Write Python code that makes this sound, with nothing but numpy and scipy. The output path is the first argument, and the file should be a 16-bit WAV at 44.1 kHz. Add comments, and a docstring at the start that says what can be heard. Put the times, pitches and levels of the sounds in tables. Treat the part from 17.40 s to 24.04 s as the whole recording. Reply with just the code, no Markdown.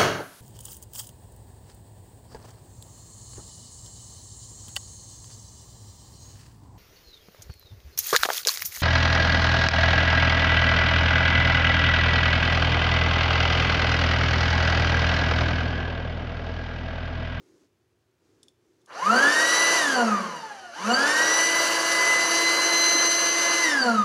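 """A small battery air pump blows into a mattress in a bedroom, close to a phone.
A wire is held to its plug: the motor spins up, coasts down, spins up again, runs, and coasts once more.
Six impeller blades whine over a noise rush of air; brushes buzz, and the unbalanced shaft shakes and
rattles the case on the table. All the pump's tones are sines locked to one computed shaft angle.
Before the start, filtered noise rustles as hands move the leads, and decaying sines tick from the plug."""
import sys
import numpy as np
from scipy import signal
from scipy.fft import rfft, irfft
from scipy.io import wavfile
from scipy.ndimage import uniform_filter1d

SR = 44100
rng = np.random.default_rng(int(sys.argv[2]) if len(sys.argv) > 2 else 0)


def master_out(mix):
    """Clip the mix to full scale and print it as 16-bit PCM to the path in sys.argv[1]."""
    frames = np.transpose(np.atleast_2d(mix))
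    ceiling = np.clip(frames, -1, 1)
    pcm = np.round(ceiling * 32767).astype(np.int16)
    wavfile.write(sys.argv[1], SR, pcm)


N = 292855
TIME = np.arange(N) / SR
BINS_HZ = np.maximum(np.arange(N // 2 + 1) * SR / N, 1)
START_S = 1.46  # the pump first sounds
FULL_SPEED_HZ = 336  # shaft turns a second
POLES = 5  # motor poles
TOP_HZ = 15700  # upper limit of the phone

# Tone of the air stream. Each row: frequency in Hz, relative level in dB per Hz.
AIR_COLOUR = [(50.0, -26.5), (110.0, -22.5), (190.0, -9.5), (300.0, -6.5), (560.0, 5), (780.0, -2.5),
              (1000.0, 4.5), (1650.0, 2.5), (2250.0, -7.5), (3500.0, -16.5), (5200.0, -14.5), (8300.0, -23),
              (11000.0, -21), (15500.0, -42.5)]
# Resonances of the impeller housing and intake. Each row: centre in Hz, width in Hz, lift in dB.
HOUSING_RESONANCES = [(2942, 505, 12), (4143, 940, 9), (4687, 290, 12.5), (6080, 1360, 12.5),
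                      (7400, 950, 9), (9130, 810, 9.5), (9924, 440, 7)]


def undb(db):
    """Decibels to gain."""
    return 10 ** (np.asarray(db) / 20)


def curve(rows, axis=1):
    """One column of a table, joined by straight lines in time."""
    rows = np.array(rows)
    return np.interp(TIME, rows[:, 0], rows[:, axis])


def colour(points, hz):
    """Level in dB of a spectrum at the given frequencies, joined along log frequency."""
    point_hz, db = np.transpose(points)
    return np.interp(np.log(hz), np.log(point_hz), db)


def lift_db(hz, resonances):
    """How many dB a set of bell-shaped resonances lifts a frequency."""
    return sum(db * np.exp(-(2 * (hz - centre) / width) ** 2) for centre, width, db in resonances)


def noise(spectrum_db):
    """Noise of a given spectrum, rms 1."""
    x = irfft(rfft(rng.standard_normal(N)) * undb(spectrum_db), N)
    return x / x.std()


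def split(x, hz, order=6):
    """The parts of a sound below and above a frequency, each with rms 1."""
    low = irfft(rfft(x) / (1 + (BINS_HZ / hz) ** order), N)
    high = x - low
    return low / low.std(), high / high.std()


def walk(rate_hz):
    """Smooth random movement: noise dulled above the given rate, spread 1."""
    return noise(-20 * np.log10(1 + (BINS_HZ / rate_hz) ** 4))


def line(angle, multiple, db, waver_db):
    """One multiple of the shaft rate; turbulence makes its level waver."""
    level = np.sqrt(2) * undb(db + waver_db * walk(35.7))
    return level * np.sin(multiple * angle + rng.uniform(0, 2 * np.pi))


def quiet_room(level_db=-72):
    """Steady coloured noise is the bed of the quiet room."""
    # Each row: frequency in Hz, relative level in dB per Hz.
    quiet_colour = [(25, -12), (100, 18), (200, 4), (380, 4), (780, -1.5), (2500, -7.5), (15000, -21)]
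    return undb(level_db) * noise(colour(quiet_colour, BINS_HZ))


def hands(rub_db=-6.5, rustle_db=-19.0, grain_db=1.0, hold_db=-68.5, fade_s=0.08):
    """Dull rubbing and a faint uneven rustle as the leads are brought together."""
    # Tone of skin on leads. Each row: frequency in Hz, relative level in dB per Hz.
    hands_colour = [(40, -26), (190, -14), (360, 2), (470, -9), (700, -22.5), (1450, -25.5), (2900, -34),
                    (6300, -30.5), (14000, -50)]
    # Movements of the leads. Each row: start in seconds (mid-fade), length in seconds, relative level in dB.
    rubs = [(-.05, 0.32, -55), (.81, 0.3, -59), (1.214, 0.35, -61.5)]
    rub, rustle = split(noise(colour(hands_colour, BINS_HZ)), 2200)
    moves = 0
    for at, length, db in rubs:
        nearest_end = np.minimum(TIME - at, at + length - TIME)
        moves = moves + undb(db) * np.clip(nearest_end / fade_s + .5, 0, 1)
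    # hands merely holding the leads keep a floor under the rubs
    effort = np.hypot(moves, undb(hold_db)) * (TIME < START_S)
    rustle = rustle * undb(rustle_db + grain_db * walk(120))
    return (undb(rub_db) * rub + rustle) * effort


def ticks(crack=0.82, crack_s=0.005, low_hz=3100, high_hz=10000):
    """Metal touches metal: a short dry scrape rings the plug."""
    # Touches of plug on wire. Each row: start in seconds, peak in dB, brightness in dB an octave.
    touches = [(1.0304, -38.5, -3), (1.083, -43, -15), (1.415, -62, -6), (1.4595, -50, 3)]
    # Ring of the plug. Each row: frequency in Hz, relative level in dB, t60 in seconds.
    plug = [(3480, -9, .018), (5330, 0, 0.0076), (6370, -7, .012), (9600, -10, 0.014)]
    out, t = np.zeros(N), TIME[:SR // 10]
    band = signal.butter(3, [low_hz, min(high_hz, TOP_HZ)], "band", fs=SR, output="sos")
    for at, peak_db, bright_db in touches:
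        ring = 0
        for hz, db, t60 in plug:
            tilt_db = bright_db * np.log2(hz / plug[0][0])
            ring = ring + undb(db + tilt_db - 60 * t / t60) * np.sin(2 * np.pi * hz * t)
        scrape = signal.sosfilt(band, rng.standard_normal(len(t))) * np.exp(-t / crack_s)
        tick = (ring + crack * undb(bright_db) * scrape) * np.minimum(t / 0.00077, 1)
        i = int(at * SR)
        out[i:i + len(t)] += undb(peak_db) * tick / np.abs(tick).max()
    return out


def shaft(size=44):
    """Speed (Hz) and pull (0-1): powered, the motor drives towards top speed; drag and friction always brake."""
    # The wire is held to the plug. Each row: on in seconds, off in seconds.
    power_on = [(1.463, 2.368), (3.328, 6.227)]
    # Speed the battery can sustain against the air load. Each row: time in seconds, turns a second in Hz.
    top_speed = [(1.9, 342.0), (2.3, 335.2), (3.8, 339.6), (4.2, 334.6), (4.8, 337.6), (5.0, 339.9)]
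    spin_up_s, air_drag_per_turn, friction_hz_per_s = .418, .00417, 56.8
    stall_hz_per_s = 1300  # acceleration that counts as full pull

    def losses(hz):
        """Braking in Hz per second: air drag grows with speed squared, bearing friction is constant."""
        return air_drag_per_turn * hz ** 2 + friction_hz_per_s

    times, hz, speeds = TIME[::size], 0., []
    for t, top in zip(times, curve(top_speed)[::size]):
        powered = any(on <= t < off for on, off in power_on)
        drive = (top - hz) / spin_up_s + losses(top) if powered else 0
        hz = max(0, hz + (drive - losses(hz)) * size / SR)
        speeds.append(hz)
    speed = np.interp(TIME, times, speeds)
    pull = np.clip(np.gradient(speed) * SR / stall_hz_per_s, 0, 1)
    return speed, uniform_filter1d(pull, SR // 50)


def air_stream(angle, speed, pull, rush_db=-26.0, choke_hz=235, rush_power=4.53, hiss_db=-27,
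               hiss_power=3.52, idle_db=-22, pull_db=4, scrape_db=-43, scrape_s=0.11,
               crossover_hz=2200, chop=0.062, flutter_db=1.2):
    """A low rush grows until the nozzle chokes; hiss pulses with each turn; the first start adds a scrape."""
    # the air stream slackens as the mattress fills
    rush_fade_db_per_s, hiss_fade_db_per_s = 1.21, 0.83
    air = noise(colour(AIR_COLOUR, BINS_HZ) + lift_db(BINS_HZ, HOUSING_RESONANCES))
    rush, hiss = split(air, crossover_hz)
    pace, age = speed / FULL_SPEED_HZ, np.maximum(TIME - START_S, 0)
    flow = (speed / choke_hz) ** rush_power
    flow = flow / np.hypot(1, flow) * undb(rush_db - rush_fade_db_per_s * age)
    scrape = undb(scrape_db) * (age / scrape_s * np.exp(1 - age / scrape_s)) ** 2
    rush = rush * np.hypot(flow, scrape) * undb(flutter_db * walk(6.9))
    hiss = hiss * np.hypot(pace ** hiss_power, undb(idle_db) * pace)
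    hiss = hiss * undb(hiss_db - hiss_fade_db_per_s * age + pull_db * pull + flutter_db * walk(33))
    return rush + hiss * (1 + chop * np.sin(angle))


def motor(angle, speed, pull, power=2.5, waver_db=4.0, torque_db=-25, case_hz=1470, case_width_hz=400,
          onset_hz=150):
    """Motor lines flare as they sweep the housing's resonances; the poles sing while the motor pulls hard."""
    # Low shaft multiples and upper blade harmonics.
    # Each row: multiple of the shaft rate, level in dB at full speed before resonance and waver.
    motor_lines = [(2, -44), (3, -42), (5, -39.5), (14, -61), (17, -56.5), (24, -52), (30, -51.5),
                   (36, -56.5), (42, -69)]
    lines = sum(line(angle, multiple, db + lift_db(multiple * speed, HOUSING_RESONANCES), waver_db)
                for multiple, db in motor_lines)
    off_tune = 2 * (POLES * speed - case_hz) / case_width_hz
    case = np.minimum(speed / onset_hz, 1) ** 2 / np.hypot(1, off_tune) ** 2
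    pole_song = np.sqrt(np.abs(pull)) * case * line(angle, POLES, torque_db, waver_db)
    return lines * (speed / FULL_SPEED_HZ) ** power + pole_song


def brushes(angle, speed, pull, buzz_db=-60, pull_db=11, colour_share=0.76, pole_db=10, can_hz=6200,
            can_db=9, onset_hz=70, count=56):
    """Brushes tick over the commutator: shaft multiples, strongest at pole multiples, ring the motor's can."""
    out = 0
    coarse, patch_times = TIME[::64], TIME[::SR // 20]
    for k in range(2 * POLES, count):
        hz = k * speed[::64]
        ring_db = can_db * np.exp(-(8 * (hz / can_hz - 1)) ** 2)
        db = buzz_db + pole_db * (k % POLES == 0) + ring_db + pull_db * pull[::64]
        db = db + lift_db(hz, HOUSING_RESONANCES) / 2
        db = db + colour_share * colour(AIR_COLOUR, np.maximum(hz, 1))
        patchy_db = 4 * np.interp(coarse, patch_times, rng.standard_normal(len(patch_times)))
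        gain = undb(db + patchy_db) / (1 + (hz / can_hz) ** 10)
        out = out + np.interp(TIME, coarse, gain) * np.sin(k * angle + rng.uniform(0, 2 * np.pi))
    # the ticking fades more slowly than the air, so it stands out as the motor coasts
    return out * speed / FULL_SPEED_HZ * np.minimum(speed / onset_hz, 1) ** 2


def impeller(angle, speed, whine_db=-0.45, waver_db=1.0, glide_waver_db=3.5, onset_hz=125):
    """Blades passing the outlet whine in three harmonics that flare in its resonances, unsteady when slow."""
    blades = 6
    # Each row: multiple of the blade rate, base level in dB, power of speed.
    whine = [(1, -27, 2.45), (2, -38.6, 0.046), (3, -37.5, 3.06)]
    # Outlet resonances the whine sweeps through. Each row: centre in Hz, width in Hz, lift in dB.
    outlet = [(1235, 285, 6.5), (1663, 140, 7), (2895, 220, 13), (4606, 400, 16), (5350, 150, 3),
              (5940, 410, 10.5)]
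    # Slow swells of the whine. Each row: time in seconds, then first, second and third harmonic in dB.
    swells = [(1.68, 9.5, -8.0, -3.5), (2.2, 2.5, 7.0, -1.5), (2.9, 1.5, -18, -7), (3.5, 2.5, -8.5, -1.5),
              (3.95, 3, 1.5, 2.5), (4.35, -4.5, -6.5, -8.5), (4.7, 5.5, -3, -7), (5.05, -3.0, 9.5, 0.5),
              (5.45, -2.5, 15, 5.5), (5.85, -4, 12, 3), (5.97, -0.5, 3, 3.5), (6.2, 1.5, 7, 0.5),
              (6.45, 6.5, -15.5, 0)]
    out, pace = 0, np.maximum(speed, 1) / FULL_SPEED_HZ
    unsteady_db = waver_db + glide_waver_db * np.clip(2 * (1 - pace), 0, 1)
    for column, (harmonic, db, power) in enumerate(whine, 1):
        multiple = blades * harmonic
        level_db = whine_db + db + lift_db(multiple * speed, outlet) + curve(swells, axis=column)
        out = out + pace ** power * line(angle, multiple, level_db, unsteady_db)
    return out * np.minimum(speed / onset_hz, 1) ** 5


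def shaking(angle, speed, pull, mount_hz=223, width_hz=45, shake_db=-33, pull_db=-5, slip_hz=170,
            rattle_hz=241, rattle_span_hz=13):
    """Imbalance grows with speed squared, rocks the case once the feet slip, and rattles near resonance."""
    # How firmly the case sits on the table. Each row: time in seconds, lift in dB.
    contact = [(4.8, 8), (4.95, 16), (6.22, 15), (6.42, 7)]
    # Rattle of the case. Each row: multiple of the shaft rate, relative level in dB.
    rattle_lines = [(2, -37), (3, -32.5), (4, -37.5)]
    feet = 1 / (1 + 1j * (BINS_HZ / mount_hz - mount_hz / BINS_HZ) * mount_hz / width_hz) ** 2
    force = (speed / mount_hz) ** 2 * np.minimum(speed / slip_hz, 1) ** 10
    hum = irfft(rfft(force * line(angle, 0.99, shake_db, waver_db=2.0)) * feet, N)
    loose = np.exp(-((speed - rattle_hz) / rattle_span_hz) ** 2)
    rattle = sum(line(angle, multiple, db, waver_db=2.0) for multiple, db in rattle_lines)
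    # the case shakes less while the motor pulls
    return (hum + loose * rattle) * undb(curve(contact) + pull_db * pull)


def pump():
    """All the pump's sounds follow one slightly unsteady shaft."""
    speed, pull = shaft()
    speed = speed * (1 + .0003 * walk(30))
    angle = 2 * np.pi * np.cumsum(speed) / SR
    running = np.clip((TIME - START_S) / 0.0091, 0, 1)
    body = motor(angle, speed, pull) + brushes(angle, speed, pull) + shaking(angle, speed, pull)
    return running * (air_stream(angle, speed, pull) + impeller(angle, speed) + body)


def room(x, count=16):
    """Mirror images of the source in walls, floor and ceiling give its echoes."""
    # room size and positions in metres
    room_size, pump_at, phone_at = (3.53, 4.31, 2.74), (1.1, 1.5, .2), (1.18, 1.25, .6)
    sound_speed, wall_reflection, echo_share = 343, .86, .7  # m/s, gain per bounce, overall gain
    n = np.mgrid[-count:count + 1, -count:count + 1, -count:count + 1].reshape(3, -1).T
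    images = n * np.array(room_size) + np.where(n % 2, np.subtract(room_size, pump_at), pump_at)
    far, bounces = np.linalg.norm(images - phone_at, axis=1), np.abs(n).sum(axis=1)
    lag = ((far - far.min()) / sound_speed * SR).astype(int)
    size = echo_share * (-wall_reflection) ** bounces * far.min() / far
    # direct sound is left out; the mattress swallows the nearest bounce
    echoes = np.bincount(lag, size * (far > 2 * far.min()))
    return signal.fftconvolve(x, echoes)[:N]


def scatter(x, t60_s=0.95, scatter_db=-12):
    """Furniture scatters sound into a short diffuse noise tail, which trails behind gliding tones."""
    t = TIME[:SR // 2]
    tail = rng.standard_normal(len(t)) * undb(-60 * t / t60_s) * np.minimum(t / 0.006, 1)
    return undb(scatter_db) * signal.fftconvolve(x, tail / np.linalg.norm(tail))[:N]


def scene(tick_echo_db=-10):
    """Pump, hands and ticks in a quiet room; the ticks are nearer, so drier."""
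    machine, plug_ticks = pump(), ticks()
    spread = machine + undb(tick_echo_db) * plug_ticks
    direct = machine + plug_ticks + hands()
    return (direct + room(spread) + scatter(spread) + quiet_room())[None]


def record(dry, low_cut_hz=55):
    """The phone loses the deepest bass and cuts the top."""
    thin = signal.sosfilt(signal.butter(2, low_cut_hz, "high", fs=SR, output="sos"), dry)
    return signal.sosfilt(signal.ellip(10, .1, 80, TOP_HZ, fs=SR, output="sos"), thin)


dry = scene()
out = record(dry)
master_out(out)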